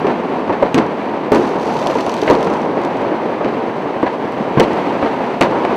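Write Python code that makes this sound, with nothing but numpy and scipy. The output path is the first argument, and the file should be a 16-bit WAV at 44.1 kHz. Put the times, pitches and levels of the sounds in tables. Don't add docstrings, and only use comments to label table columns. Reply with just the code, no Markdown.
import sys
import numpy as np
from scipy import signal
from scipy.fft import rfft, irfft
from scipy.io import wavfile

SR = 44100
rng = np.random.default_rng(int(sys.argv[2]) if len(sys.argv) > 2 else 0)


def bounce(signal):
    frames = np.transpose(np.atleast_2d(signal))
    limited = np.clip(frames, -1, 1)
    pcm = np.round(limited * 32767).astype(np.int16)
    wavfile.write(sys.argv[1], SR, pcm)


N = 254016
WALL_S = 0.029

# pitch_hz [Hz], level_db [dB per Hz]
STAR_SPECTRUM = [(1200, -25), (2500, 0), (4000, -3), (6000, -8), (8500, -20.5), (11500, -24), (13500, -34),
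                 (16000, -55)]


def gain_of(db):
    return 10 ** (np.asarray(db) / 20)


def evened(x):
    return x / np.sqrt(np.mean(x ** 2) + 1e-20)


def read(points, hz):
    f, value = np.transpose(points)
    return np.interp(np.log(hz + 1), np.log(f + 1), value)


def add(mix, start_s, sound):
    part = mix[round(start_s * SR):][:len(sound)]
    part += sound[:len(part)]


def colour(x, points):
    hz = abs(np.fft.fftfreq(8192, 1 / SR))
    log_gain = np.log(gain_of(np.maximum(read(points, hz), -100)))
    response = np.exp(np.conj(signal.hilbert(log_gain)))
    taps = np.fft.ifft(response).real[:4096]
    return signal.oaconvolve(x, taps / np.linalg.norm(taps))[:len(x)]


def scatter(db, t60_s, rise_s, late_s=0):
    t = np.maximum(np.arange(SR // 2) / SR - late_s, 0)
    envelope = gain_of(db - 60 * t / t60_s) * (1 - np.exp(-t / rise_s))
    return envelope * rng.standard_normal(len(t))


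def popping(per_s, size_db, t60_s):
    happens = rng.random(N) < per_s / SR
    size = gain_of(size_db * np.minimum(rng.exponential(1, N), 4)) * happens
    puff = gain_of(-60 * np.arange(SR // 4) / SR / t60_s)
    power = signal.oaconvolve(size ** 2, puff ** 2)[:N]
    return np.sqrt(abs(power)) * rng.standard_normal(N)


def blast(pitch_hz, cycles, rise_ms):
    t = np.arange(SR // 2) / SR
    onset = 1 - np.exp(-(1000 * t / rise_ms) ** 2)
    return np.sin(2 * np.pi * pitch_hz * t + 1.0) * np.exp(-pitch_hz * t / cycles) * onset


def bangs():
    # start_s [s], blast_db [dB], pitch_hz [Hz], ring [cycles], rise [ms],
    # scatter [dB re blast], scatter t60 [s], wall echo [dB re blast]
    shells = [(0.0426, 3, 405, 2.1, 3.6, -13.5, 0.099, -16), (0.4935, -1, 520, 0.76, 1.1, -6.5, 0.13, -5.5),
              (0.624, 5.5, 564, 2.5, 1.4, -11.5, 0.13, -14.5), (0.744, -3, 263, 5.3, 0.4, -4.5, 0.44, -4),
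              (1.319, 1, 330, 0.96, 0.052, -6, 0.42, -9), (1.953, 0.5, 410, 2, 2.4, -10.5, 0.17, -7.5),
              (2.276, -9, 595, 1.8, 1.1, -2, 0.19, -16), (2.3, 2.5, 425, 1, 0.083, -7.5, 0.32, -29),
              (4.0291, 5.5, 586, 0.71, 0.35, -12, 0.097, -12), (4.404, -2.5, 226, 2, 5.2, -30, 0.11, -25),
              (4.5716, -2, 142, 1.6, 0.8, -5, 0.23, -6), (4.5983, 3.5, 422, 1.9, 0.03, -7, 0.2, -30),
              (5.0242, 2.5, 543, 1.1, 1.1, -9.5, 0.11, -8.5),
              (5.4108, 4, 453, 0.43, 0.053, -8.5, 0.23, -8.5),
              (5.65, -3.5, 704, 3.6, 1.1, -8.5, 0.093, -13)]
    # start_s [s], blast_db [dB], pitch_hz [Hz]
    street_pops = [(0.0698, -1, 510), (0.5279, -15, 550), (0.779, 0.5, 298), (0.798, -8, 596),
                   (0.8496, -10.5, 435), (1.392, -6, 400), (1.4172, -6, 400), (1.4395, -1.5, 387),
                   (1.5554, -8, 460), (1.6603, -4, 434), (1.754, -5, 490), (1.8636, -1.5, 740),
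                   (1.8997, -5, 495), (2.0665, -5, 650), (2.226, -1, 434), (2.313, -3, 453),
                   (2.365, -7.5, 600), (2.352, -16, 370), (2.395, -6, 447), (2.4268, -8, 510),
                   (2.4676, -1.5, 453), (2.523, -5, 432), (2.771, -3.5, 440), (2.877, -12.5, 605),
                   (3.0292, -5.5, 560), (3.118, -3.5, 363), (3.409, -3.5, 584), (3.45, -2.5, 330),
                   (3.6805, -11, 427), (3.8574, -6, 504), (3.957, -13, 600), (4.064, -6, 970),
                   (4.1988, -8.5, 363), (4.2398, -6.5, 420), (4.4754, -8, 450), (4.733, -6, 490),
                   (4.952, -5.5, 540), (5.206, -4.5, 740), (5.472, -5.5, 496), (5.522, -3.5, 700),
                   (5.557, -5, 800), (5.6032, -8, 434), (5.7102, -6.5, 626)]
    # pitch_hz [Hz], level_db [dB per Hz]
    blast_spectrum = [(15, -44), (25, -31), (97, -15), (319, -3.5), (401, -5.5), (835, -11), (936, -6),
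                      (1260, -16), (2190, -25), (6000, -53.5), (7800, -90), (13200, -120)]
    # [dB per Hz, relative]
    wall_spectrum = [(60, -47), (200, -0.5), (400, 3), (900, 3.5), (1300, -5.5), (2200, -13), (4000, -24.5),
                     (7000, -43.5), (12000, -65)]
    pop_settings = (1.23, 0.35, -11.5, 0.2, -10)
    pops = [(*row, *pop_settings) for row in street_pops]
    direct, walls = np.zeros(N), np.zeros(N)
    for start_s, blast_db, pitch_hz, cycles, rise_ms, scatter_db, t60_s, wall_db in shells + pops:
        emphasis = [(pitch_hz / 3, -7), (pitch_hz, 0), (pitch_hz * 3, -7)]
        points = blast_spectrum + [(pitch_hz, read(blast_spectrum, pitch_hz))]
        shape = sorted((f, level + read(emphasis, f)) for f, level in points)
        scattered = colour(scatter(scatter_db, t60_s, 0.00099), shape)
        add(direct, start_s, gain_of(blast_db) * (blast(pitch_hz, cycles, rise_ms) + scattered))
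        add(walls, start_s, scatter(blast_db + wall_db, 0.1, 0.011, WALL_S))
    return direct + colour(walls, wall_spectrum)


def cracks():
    # start_s [s], front_db [dB],
    # scatter [dB re front], wall echo [dB re front], brightness [dB per octave]
    fronts = [(0.069, -19, -14, -21, -6), (0.6277, -27, -18, -21, 2), (0.7445, -11, -16, -24, 3.5),
              (0.78, -15.5, -9, -25, 0.5), (0.786, -12.5, -18, -27, -6), (1.319, -21, -13, -20, 11),
              (1.348, -22, -13, -30, 7), (1.358, -22, -14, -25, 1), (1.9, -20, -7, -18, -5),
              (2.2771, -10, -4, -19, -12), (2.288, -19, -10.5, -23, -2), (2.3, -14.5, -14, -14, 3.5),
              (2.352, -21, -11, -14, -2), (3.4459, -21, -11, -20, -5), (4.0291, -37, -20, -23, 10),
              (4.066, -17, -8, -25, -16), (4.599, -9, -19, -18, 2.5), (4.6048, -5.5, -25, -19, -2.5),
              (4.608, -22, -18, -21, -1.5), (5.411, -18, -16, -21, 8.5), (5.4142, -6, -18, -31, -3.5),
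              (5.424, -9.5, -13, -25, -1), (5.433, -11.5, -14, -22, -3.5), (5.6503, -15.5, -21, -27, -3.5)]
    # pitch_hz [Hz], level_db [dB per Hz]
    front_spectrum = [(500, -29), (1200, -4), (2000, 9), (3000, 4), (5000, -3.5), (8000, -16.5),
                      (11500, -28.5), (13500, -36), (16000, -34)]
    # start_s [s], snap_db [dB]
    snaps = [(0.865, -36), (1.431, -33), (1.612, -33), (1.723, -39), (1.657, -31), (1.69, -35), (1.79, -28),
             (1.828, -29), (1.8708, -17), (1.912, -26), (1.953, -30), (1.985, -28), (2.0083, -21),
             (2.0646, -22), (2.095, -21), (2.1176, -27), (2.141, -21), (2.178, -30), (2.1913, -31),
             (2.217, -21), (2.234, -25), (2.272, -28), (2.31, -18.5), (2.429, -24), (2.4466, -29),
             (2.5373, -29), (2.6177, -34), (2.8162, -34), (2.836, -33), (2.85, -27), (2.9703, -34),
             (3.018, -34), (4.3214, -35), (4.7325, -31), (5.512, -35)]
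    snap_settings = (-16, -25, 0.7)
    events = [(*row, front_spectrum) for row in fronts]
    events += [(*row, *snap_settings, STAR_SPECTRUM) for row in snaps]
    out = np.zeros(N)
    for start_s, level_db, scatter_db, wall_db, tilt_db, spectrum in events:
        burst = scatter(-1.0, 0.011, 0.0001)
        hiss = scatter(scatter_db, 0.1, 0.0011)
        echo = scatter(wall_db, 0.085, 0.0015, WALL_S)
        crack = burst + hiss + echo
        crack[0] += 4.0
        shape = [(f, level + tilt_db * np.log2(f / 5000)) for f, level in spectrum]
        add(out, start_s, gain_of(level_db) * colour(crack, shape))
    return out


def tail_and_stars():
    # start_s [s], level_db [dB]
    course = [(1.33, -34.5), (1.58, -44.5), (1.68, -37.5), (2.0, -38.5), (2.55, -43), (2.65, -51),
              (3.1, -60)]
    start_s, level_db = np.transpose(course)
    crackle = evened(popping(per_s=560.0, size_db=4.5, t60_s=0.013))
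    hiss = rng.standard_normal(N)
    level = gain_of(np.interp(np.arange(N) / SR, start_s, level_db, left=-120, right=-120))
    return level * evened(colour(crackle + hiss, STAR_SPECTRUM))


def barrage():
    # start_s [s], level_db [dB], brightness [dB per octave above 1 kHz]
    course = [(0.0, -17, 2), (0.4, -19, 1.5), (0.66, -19.5, 2), (1.3, -19.5, 1.5), (1.52, -18, 0.5),
              (1.73, -18, 0), (2.17, -19, 1), (2.44, -17, 0), (2.84, -18, 1.5), (3.34, -18.5, 1.5),
              (4.32, -21, 2.5), (4.49, -19, 2), (4.62, -16.5, 2.5), (5.44, -19.5, 2.5), (5.61, -15, 2),
              (5.76, -17, 2.5)]
    # pitch_hz [Hz], level_db [dB per Hz]
    roar_spectrum = [(15, -65), (25, -33), (50, -34), (97, -18), (217, -4), (309, -3), (430, -3), (660, -6),
                     (950, -6.5), (1330, -18.5), (2110, -24), (3000, -32), (5000, -46), (8000, -61),
                     (12000, -70.5), (16000, -78)]
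    start_s, level_db, tilt_db = np.transpose(course)
    pops = evened(popping(per_s=160.0, size_db=2.0, t60_s=0.14))
    blur = 1.24 * rng.standard_normal(N)
    roar = evened(colour(pops + blur, roar_spectrum))
    hz, t, bands = signal.stft(roar, SR, nperseg=512)
    octaves = np.log2(np.maximum(hz, 1000) / 1000)[:, None]
    tilt = gain_of(octaves * np.interp(t, start_s, tilt_db))
    roar = signal.istft(bands * tilt, SR, nperseg=512)[1][:N]
    return roar * gain_of(np.interp(np.arange(N) / SR, start_s, level_db))


def scene():
    mono = bangs() + cracks() + tail_and_stars() + barrage()
    return np.tile(mono, (2, 1))


def housing(dry):
    # pitch_hz [Hz], share [0-1]
    reflection = [(1500, 0), (3500, 0.11), (6000, 0.23), (16000, 0.35)]
    hz = np.fft.rfftfreq(N, 1 / SR)
    response = 1 - read(reflection, hz) * np.exp(-2j * np.pi * hz / 1740)
    return irfft(rfft(dry) * response, N)


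def whine():
    # pitch_hz [Hz], level_db [dB rms]
    tones = [(8850, -82), (9001, -80), (10051, -84), (10352, -85), (12150, -88), (12301, -87), (13049, -88),
             (13200, -88), (13550, -87), (13652, -86), (14400, -91), (14600, -91), (14702, -90),
             (15052, -88), (15149, -92), (15299, -92), (15601, -91)]
    t = np.arange(N) / SR
    return sum(np.sqrt(2) * gain_of(db) * np.sin(2 * np.pi * (f * t + rng.random())) for f, db in tones)


def overload(sound):
    ceiling = [
        [1.05],
        [.99],
    ]
    level = sound / ceiling
    loud = ceiling * level / (1 + level ** 6) ** (1 / 6)
    excess = np.maximum(abs(level[0]) - 0.9, 0)
    drift_filter = signal.butter(1, [4, 40], "band", fs=SR)
    loud[0] += gain_of(5) * signal.lfilter(*drift_filter, excess)
    return loud


def record(dry):
    loud = overload(housing(dry) + whine())
    taps = signal.firwin(511, 16100, window=("kaiser", 9), fs=SR)
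    return signal.oaconvolve(loud, taps[None], "same")


dry = scene()
out = record(dry)
bounce(out)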